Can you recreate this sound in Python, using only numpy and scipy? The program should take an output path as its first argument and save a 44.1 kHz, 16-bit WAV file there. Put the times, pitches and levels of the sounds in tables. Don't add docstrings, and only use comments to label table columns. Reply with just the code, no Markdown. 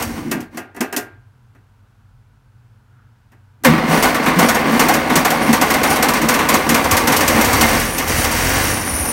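import sys
import numpy as np
from scipy import signal
from scipy.fft import rfft, irfft
from scipy.io import wavfile
from scipy.ndimage import uniform_filter1d

SR = 44100
rng = np.random.default_rng(int(sys.argv[2]) if len(sys.argv) > 2 else 0)


def dump(signal):
    limited = np.clip(np.atleast_2d(signal).T, -1, 1)
    pcm = np.round(limited * 32767).astype(np.int16)
    wavfile.write(sys.argv[1], SR, pcm)


N = 402191
TIME = np.arange(N) / SR
HALT_S, STARTER_ON_S, STARTER_OFF_S = .42, 3.645, 7.77
FULL_HZ = 38.2

# (time [s], firing rate [Hz])
CRANK_SPEED = [(0, 16.4), (.4, 8.3), (3.7, 8), (5.5, 12), (6.3, 16.3), (7.1, 22.06), (7.52, 35.72),
               (7.66, 37.96), (7.84, 42.6), (8.03, 39.77), (8.09, 40.4), (8.28, 38.37), (8.45, 44.03),
               (8.49, 44.03), (8.68, 49.7), (8.93, 43.86), (9.01, 44.8), (9.12, 40.85)]
# (opens [s], closes [s])
THROTTLE_OPEN = [(3.6, 7.82), (8.06, 8.25), (8.3, 8.7)]
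# (centre [s], half length [s], boom [dB], air rush [dB])
CHUG_SWELLS = [(.005, .03, -33, -27), (.182, 0.018, -21.5, -36.5), (0.273, .016, -19, -52),
               (0.374, .03, -21, -54), (0.561, 0.025, -34, -48.5), (3.716, 0.036, -14, -40),
               (3.847, .02, -18, -53), (3.937, 0.037, -16, -20), (4.056, 0.055, -27, -20.5),
               (4.244, 0.016, -31, -27), (4.289, 0.016, -11, -24), (4.432, 0.052, -15.5, -22),
               (4.736, 0.05, -15, -25), (4.823, 0.037, -20, -22.5), (4.927, 0.033, -18, -24),
               (5.152, .035, -10.5, -23), (5.428, 0.013, -24, -31), (5.501, 0.032, -12.5, -23.5),
               (5.706, 0.029, -21, -21), (5.907, 0.056, -24, -22), (6.063, 0.021, -15, -33),
               (6.171, 0.016, -27, -23), (6.235, 0.024, -15, -35), (6.316, 0.028, -21, -22.5),
               (6.545, 0.02, -19, -21.5), (6.704, 0.032, -13, -35), (6.945, .02, -22, -21),
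               (7.1, .025, -16, -32), (7.38, 0.045, -14.5, -23.5), (7.636, 0.033, -17, -30)]
CYLINDER_ACCENTS = [4, -1, 4, -5.5]
# (time [s], crack [dB], body [dB])
CLANK_HITS = [(0.0234, -14.5, -29), (0.3126, -12.5, -21.5), (0.404, -28, -49), (0.5716, -21, -27.5),
              (0.746, -45, -40.5), (0.7626, -34, -34), (0.8061, -13, -21), (0.9253, -20, -26),
              (0.9637, -8.5, -24), (1.548, -58, -56), (3.3177, -52, -52.5), (3.6362, -19, -23.5)]
# (start [s], end [s], level [dB])
BELT_SLIPS = [(.16, 0.18, -44), (3.97, 3.992, -24), (4.44, 4.46, -23), (5.402, 5.435, -22.5),
              (5.83, 5.93, -26), (7.83, 7.975, -28.5), (8.144, 8.212, -24), (8.596, 8.861, -28),
              (8.852, 9.115, -22.5)]
# (time [s], pitch [Hz], level [dB], time to peak [s])
PIPE_PUFFS = [(0.258, 260, -24, 0.0075), (0.373, 255.2, -24, 0.0075), (0.803, 245.6, -16, .009),
              (3.654, 524, -7, 0.011), (3.66, 85, -24, 0.034), (3.667, 243.5, -8.5, 0.018),
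              (3.669, 162.5, -10, 0.035), (3.884, 162, -13.5, 0.021), (4.36, 166.7, -10.5, 0.021),
              (4.718, 245.4, -12.5, 0.021), (5.096, 255, -10.5, 0.014), (5.15, 248, -12, 0.013),
              (5.487, 235, -14, 0.018), (6.922, 93, -12, 0.008), (8.918, 70, -19, 0.01),
              (8.998, 69, -18, 0.013)]
# (time [s], level [dB])
SCRAPE_FADER = [(2.8, -90), (2.93, -63), (3.03, -61), (3.2, -83)]
# (time [s], crack [dB], body [dB])
KNOCK_HITS = [(3.6455, -4.5, -4), (4.024, -7.5, -15), (4.032, -11.5, -13), (4.144, -13.5, -12.5),
              (4.2596, -17, -8.5), (4.388, -7, -9.5), (4.485, -6.5, -10), (4.545, -11.5, -14),
              (4.793, -5.5, -9), (4.8833, -8.5, -11), (4.937, -10, -18), (5.097, -17.5, -10),
              (5.155, -3.5, -13), (5.247, -8, -8.5), (5.302, -9.5, -15), (5.5278, -6.5, -10.5),
              (5.6112, -7, -10.5), (5.702, -10, -14.5), (5.738, -10, -13), (5.8315, -9, -10),
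              (5.901, -10.5, -22), (5.958, -12.5, -12.5), (6.024, -5.5, -10), (6.084, -9, -11.5),
              (6.135, -11.5, -14.5), (6.215, -14.5, -18.5), (6.285, -5, -10), (6.3388, -10.5, -12),
              (6.3876, -15, -9.5), (6.487, -5.5, -10), (6.539, -7, -12), (6.69, -5.5, -11),
              (6.743, -7, -10), (6.84, -13.5, -12.5), (6.9099, -4.5, -15), (6.967, -6, -12),
              (7.0713, -5.5, -9), (7.12, -7.5, -9.5), (7.163, -6, -24), (7.205, -8.5, -11),
              (7.2765, -4.5, -13.5), (7.409, -8, -13), (7.444, -9, -24), (7.5283, -8.5, -13),
              (7.609, -4, -12), (7.6872, -15, -21), (7.7408, -20, -20), (7.9796, -8.5, -18.5),
              (8.0755, -14, -27), (8.2414, -10, -13.5), (8.31, -14, -39)]
# (centre [s], pitch at the centre [Hz], level [dB])
GEAR_YELPS = [(4.055, 760, -14), (4.415, 705, -13), (4.5, 720, -14), (4.565, 750, -15.5),
              (4.902, 771, -10.5), (5.265, 760, -12.5), (5.328, 752, -16), (5.635, 740, -15),
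              (5.76, 770, -15), (5.86, 764, -14.5), (5.925, 790, -14), (6.05, 770, -14),
              (6.505, 1070, -11.5), (6.555, 1070, -16)]

# (frequency [Hz], level [dB])
GEAR_EQ = [(190, -28), (330, 0), (361, -3), (520, 3), (617, -1), (740, 0), (858, -3), (1100, 0.5),
           (1290, -5), (2080, -4.5), (2830, -11.5), (4620, -23), (5000, -20), (6500, -41), (11000, -120)]
RUSH_EQ = [(1650, -26.5), (2800, -2.5), (3610, -12.5), (3970, -2.5), (4090, -18), (4530, -5.5),
           (4910, -8.5), (5640, -2), (6870, -7.5), (9400, -6), (10300, -9.5), (11700, -7.5), (12800, -11),
           (15100, -9.5), (16000, -3.5)]
OUTDOOR_EQ = [(180, -40), (300, -14), (440, -4), (565, -9.5), (946, -2.5), (1120, -6.5), (1510, -3),
              (1840, -12.5), (2840, -15.5), (3580, -18.5), (6520, -23.5), (16000, -29)]
CRACK_EQ = [(1470, -25.5), (2500, -1.5), (3360, -5.5), (3890, -11.5), (4370, -6.5), (4990, -5),
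            (5740, -3.5), (8530, -6), (10400, -7), (14100, -5), (16000, -16.5)]
CLANK_BODY_EQ = [(76, -42.5), (130, -14.5), (183, -9.5), (257, 2), (426, 1), (509, -9), (737, -2),
                 (881, -6.5), (1330, -12.5), (1640, -5.5), (2640, -16), (3250, -26), (4500, -29.5),
                 (5850, -42.5), (9900, -120)]
KNOCK_BODY_EQ = [(150, -29), (250, 2), (371, -14.5), (501, -8), (845, -11), (1050, -4.5), (1390, -11),
                 (2060, -9), (2990, -20.5), (4000, -19.5), (5200, -66), (8800, -120)]
# (frequency [Hz], width [Hz], boost [dB])
TIN_PEAKS = [(530, 12.04, -1.5), (755.4, 30, 5.5), (911, 77, 3), (1162, 17, 6.5), (1475, 20, 7),
             (1767, 19, 2), (2107, 27, 7), (4290, 94, 9.5), (4670, 54, 8.5), (5770, 310, 1.5),
             (6540, 120, 4.5), (8490, 140, 4.5), (11830, 250, 2.5)]
# (frequency [Hz], width [Hz], level [dB])
BAY_MODES = [(164.5, 26, -5.5), (236.1, 28.2, 1), (267.1, 39, 0.5), (301.8, 31, -4)]
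FITTING_MODES = [(5600, 430, 0.5), (9330, 310, -2.5), (11630, 400, -0.5)]
SILENCER_MODES = [(43.7, 7.4, -1), (84, 43, 0), (123.5, 120, -17.5)]
DRONE_MODES = [(48, 16, -5), (100.3, 11, 5), (118.7, 9, 4), (213, 51, -15)]
SQUEAL_MODES = [(5840, 890, -8.5), (9400, 500, -20.5), (9340, 370, 1), (9630, 170, 7.5), (12900, 380, -4)]
# (frequency [Hz], level [dB], time to fall 60 dB [s])
PULLEY_MODES = [(248, 5.5, 0.2), (289, -2, .26), (379, -4, 0.34), (725, -0.5, 0.23), (1217, -2, 0.26),
                (1420, -7, 0.44), (1595, -6, 0.48), (1745, -3, 0.13), (1890, -1, .23), (1986, -3.5, 0.17),
                (2610, -6, 0.22), (2800, -9.5, 0.24), (5776, -12, .15), (9300, -11, .12)]


def undb(db):
    return 10 ** (np.asarray(db) / 20)


def unit(x):
    return x / np.sqrt(np.mean(x ** 2))


def automation(points):
    return np.interp(TIME, *np.transpose(points))


def wobble(rate_hz):
    hold = int(SR / rate_hz)
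    steps = np.repeat(rng.standard_normal(N // hold + 1), hold)
    return 1.3 * uniform_filter1d(uniform_filter1d(steps, hold), hold)[:N]


def equalise(x, curve, peaks=(), size=8192):
    bins_hz = np.arange(size // 2 + 1) * SR / size
    hz, db = np.transpose(curve)
    db = np.interp(np.log(bins_hz + 1), np.log(hz), db)
    db += sum(boost / (1 + (2 * (bins_hz - centre) / width) ** 2) for centre, width, boost in peaks)
    cepstrum = irfft(np.log(undb(db)))[:size // 2]
    cepstrum[1:] *= 2
    response = irfft(np.exp(rfft(cepstrum, size)))
    return signal.fftconvolve(x, response / np.linalg.norm(response))[:N]


def resonate(x, modes):
    out = 0
    for hz, width, db in modes:
        b, a = signal.iirpeak(hz, hz / (1.37 * width), fs=SR)
        out = out + undb(db) * signal.lfilter(b, a, signal.lfilter(b, a, x))
    return unit(out)


def grit(spread_db):
    return unit(rng.standard_normal(N) * undb(spread_db * rng.standard_normal(N)))


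def blows(times, dbs, rise_s, fall_s, tail_db, tail_s):
    power = np.zeros(N)
    t = TIME[:SR // 2]
    shape = (1 - np.exp(-t / rise_s)) * (np.exp(-t / fall_s) + undb(tail_db) * np.exp(-t / tail_s))
    for at, db in zip(times, dbs):
        i = int(at * SR)
        power[i:i + len(t)] += (undb(db) * shape[:N - i] / shape.max()) ** 2
    return np.sqrt(power)


def strokes(phase, accents_db, scatter_db):
    at = np.flatnonzero(np.diff(np.floor(phase)) > 0)
    pulses = np.zeros(N)
    pulses[at] = undb(np.resize(accents_db, len(at)) + scatter_db * rng.standard_normal(len(at)))
    return pulses


def decay(pulses, fall_s):
    return unit(signal.lfilter([1], [1, -np.exp(-1 / (fall_s * SR))], pulses))


def gate(start, end, attack_s, release_s):
    attack = 1 - np.exp(-np.maximum(TIME - start, 0) / attack_s)
    return attack * np.exp(-np.maximum(TIME - end, 0) / release_s)


def effort(firing_hz, full_db, octave_db, shut_db, starter_db, stall_db, fade_db_per_s):
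    stalling = undb(stall_db - fade_db_per_s * TIME) * gate(-1, HALT_S, attack_s=.01, release_s=.037)
    throttle = np.max([gate(*span, attack_s=.018, release_s=.084) for span in THROTTLE_OPEN], axis=0)
    starter = gate(STARTER_ON_S, STARTER_OFF_S, attack_s=.01, release_s=.026)
    octaves = np.log2(np.minimum(firing_hz / FULL_HZ, 1))
    db = full_db + octave_db * octaves + shut_db * (1 - throttle) + starter_db * starter
    return stalling + undb(db) * gate(STARTER_ON_S, np.inf, attack_s=.015, release_s=1)


def surges():
    boom, rush = np.zeros(N), np.zeros(N)
    for at, half_s, boom_db, rush_db in CHUG_SWELLS:
        near = slice(max(int((at - 3 * half_s) * SR), 0), int((at + 3 * half_s) * SR))
        swell = np.exp(-((TIME[near] - at) / half_s) ** 2 / 2)
        boom[near] += undb(boom_db) * swell
        rush[near] += undb(rush_db) * swell
    times, crack_db, _ = np.transpose(KNOCK_HITS)
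    fling = blows(times, crack_db, rise_s=.031, fall_s=.034, tail_db=-13, tail_s=.057)
    rattle = np.hypot(undb(5.5) * rush, undb(-15) * fling)
    air = np.hypot(rush, undb(-17.5) * fling)
    return boom, rattle, air


def compression_duck():
    times, crack_db, _ = np.transpose(KNOCK_HITS)
    upcoming = np.minimum(np.searchsorted(times, TIME), len(times) - 1)
    hardness = undb(crack_db - crack_db.max())[upcoming] * np.interp(TIME, [7, 7.5], [1, 0])
    return undb(-5 * hardness * np.exp(-np.abs(times[upcoming] - TIME) / .027))


def machinery(firing_hz, firings):
    boom = effort(firing_hz, full_db=-24.5, octave_db=0, shut_db=-3, starter_db=4,
                  stall_db=-27, fade_db_per_s=2.5)
    rattle = effort(firing_hz, full_db=-21.5, octave_db=1.56, shut_db=-4.5, starter_db=5,
                    stall_db=-33, fade_db_per_s=11.5)
    air = effort(firing_hz, full_db=-17, octave_db=7.5, shut_db=-11, starter_db=-.8,
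                 stall_db=-28.5, fade_db_per_s=51.5)
    boom, rattle, air = np.hypot([boom, rattle, air], surges())
    caught = np.interp(TIME, [6.9, 7.7], [0, 1])
    starter_hz = 64 * (1 + .09 * wobble(9))
    starter = strokes(np.cumsum(starter_hz) / SR + .15 * wobble(80), [0], scatter_db=4)
    tappets = strokes(2 * firings + .089 * wobble(60), [-.7, -3, 0, -2.2], scatter_db=2.5)
    taps = (1 - caught) * starter + caught * tappets
    chatter = unit(2.4 + decay(taps, fall_s=.014))
    gulps = unit(4 + decay(taps, fall_s=.012))
    gears = rattle * unit(equalise(chatter * grit(spread_db=4), GEAR_EQ, TIN_PEAKS))
    rush = air * unit(equalise(gulps * grit(spread_db=3.5), RUSH_EQ, TIN_PEAKS))
    rockers = caught * air * resonate(chatter * grit(spread_db=6), [(1790, 960, 0)])
    clatter = gears + undb(-2.5) * rush + undb(-6.5) * rockers
    panels = undb(-1) * boom * bay_panels(taps, chatter)
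    rumble = undb(-19.5) * rattle * resonate(grit(spread_db=2.5), [(46, 43, 8.6), (72, 47, 5.5)])
    return compression_duck() * (panels + clatter) + undb(-19) * air * fitting_pings() + rumble


def bay_panels(taps, chatter):
    drive = unit(decay(taps, fall_s=.00088) + 3 * chatter * grit(spread_db=3.5))
    swing = resonate(drive, BAY_MODES)
    return swing / np.sqrt(uniform_filter1d(swing ** 2, SR // 6) + .3)


def fitting_pings(flicks_per_s=16):
    out = 0
    for hz, width, db in FITTING_MODES:
        flicks = strokes(np.cumsum(rng.random(N) < flicks_per_s / SR), [0], scatter_db=2.5)
        out = out + undb(db) * resonate(flicks, [(hz, width, 0)])
    return out * np.interp(TIME, [7, 7.8], [.7, 1])


def exhaust(firing_hz, firings):
    drum = resonate(strokes(firings, CYLINDER_ACCENTS, scatter_db=1.2), SILENCER_MODES)
    power = uniform_filter1d(drum ** 2, SR // 8)
    gas = resonate(rng.standard_normal(N), [(80.7, 66, 0)])
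    gain = effort(firing_hz, full_db=-23.5, octave_db=11.5, shut_db=-11.5, starter_db=-.5,
                  stall_db=-30.5, fade_db_per_s=46)
    return gain * (drum / np.sqrt(np.abs(power) + .001) + undb(-4.5) * gas)


def outdoor_bed():
    air = undb(-63.5 + .5 * wobble(2.8)) * unit(equalise(rng.standard_normal(N), OUTDOOR_EQ))
    return air + undb(-49.5) * resonate(rng.standard_normal(N), DRONE_MODES)


def clanks():
    times, crack_db, body_db = np.transpose(CLANK_HITS)
    crack = blows(times, crack_db - 7.5, rise_s=.00067, fall_s=.011, tail_db=-6, tail_s=.025)
    body = blows(times, body_db + 1.5, rise_s=.0038, fall_s=.021, tail_db=-5, tail_s=.061)
    rings = np.zeros(N)
    t = TIME[:SR // 2]
    attack = 1 - np.exp(-t / .003)
    hz, db, t60 = np.transpose(PULLEY_MODES)[:, :, None]
    for at, hit_db in zip(times, body_db):
        accent, detune, phase = rng.standard_normal((3, len(hz), 1))
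        fades = undb(db + 2 * accent - 60 * t / t60)
        tones = fades * np.sin(2 * np.pi * hz * (1 + .002 * detune) * t + np.pi * phase)
        i = int(at * SR)
        rings[i:i + len(t)] += undb(hit_db - 5) * attack * tones.sum(axis=0)
    return (rings + equalise(crack * grit(spread_db=3.5), CRACK_EQ)
            + equalise(body * grit(spread_db=1.5), CLANK_BODY_EQ))


def belt_squeal(firings):
    slip = sum(undb(db) * gate(start, end, attack_s=.043, release_s=.024)
               for start, end, db in BELT_SLIPS)
    surge = 1 + .11 * np.sin(4 * np.pi * firings)
    return slip * undb(.9 * wobble(70)) * surge * resonate(grit(spread_db=3.5), SQUEAL_MODES)


def pipe_puffs():
    out = np.zeros(N)
    wavering_time = np.cumsum(1 + .05 * wobble(90)) / SR
    for at, hz, db, peak_s in PIPE_PUFFS:
        age = np.maximum(TIME - at, 0) / peak_s
        out += undb(db) * age * np.exp(1 - age) * np.sin(2 * np.pi * hz * wavering_time)
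    return out


def scrape():
    sliding = (TIME > SCRAPE_FADER[0][0]) & (TIME < SCRAPE_FADER[-1][0])
    return sliding * undb(automation(SCRAPE_FADER)) * resonate(grit(spread_db=7), [(1390, 340, 0)])


def knocks():
    times, crack_db, body_db = np.transpose(KNOCK_HITS)
    crack = blows(times, crack_db - 8, rise_s=.0034, fall_s=.0066, tail_db=-4.5, tail_s=.025)
    body = blows(times, body_db - 4, rise_s=.0051, fall_s=.01, tail_db=2, tail_s=.057)
    return (equalise(crack * grit(spread_db=.5), CRACK_EQ, TIN_PEAKS)
            + equalise(body * grit(spread_db=1.5), KNOCK_BODY_EQ, TIN_PEAKS))


def starter_yelps(glide_hz_per_s=4800):
    out = np.zeros(N)
    t = TIME[:SR // 8] - 1 / 16
    swell = np.exp(-(t / .017) ** 2)
    waver = 1 + .0085 * wobble(200)
    for at, hz, db in GEAR_YELPS:
        i = int((at + t[0]) * SR)
        phase = 2 * np.pi * np.cumsum((hz + glide_hz_per_s * t) * waver[i:i + len(t)]) / SR
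        out[i:i + len(t)] += undb(db) * swell * (np.sin(phase) + undb(-9.5) * np.sin(2 * phase))
    return out


def scene():
    firing_hz = automation(CRANK_SPEED)
    firings = np.cumsum(firing_hz) / SR
    turning = machinery(firing_hz, firings) + exhaust(firing_hz, firings) + belt_squeal(firings)
    jolts = knocks() + starter_yelps() + clanks() + pipe_puffs()
    return (turning + jolts + scrape() + outdoor_bed())[None]


def record(dry, low_cut_hz=32, high_cut_hz=15750):
    rounded = dry / (1 + np.abs(dry) ** 6) ** (1 / 6)
    trimmed = signal.sosfilt(signal.butter(8, low_cut_hz, "high", fs=SR, output="sos"), rounded)
    return signal.sosfilt(signal.ellip(10, .2, 80, high_cut_hz, fs=SR, output="sos"), trimmed)


dry = scene()
out = record(dry)
dump(out)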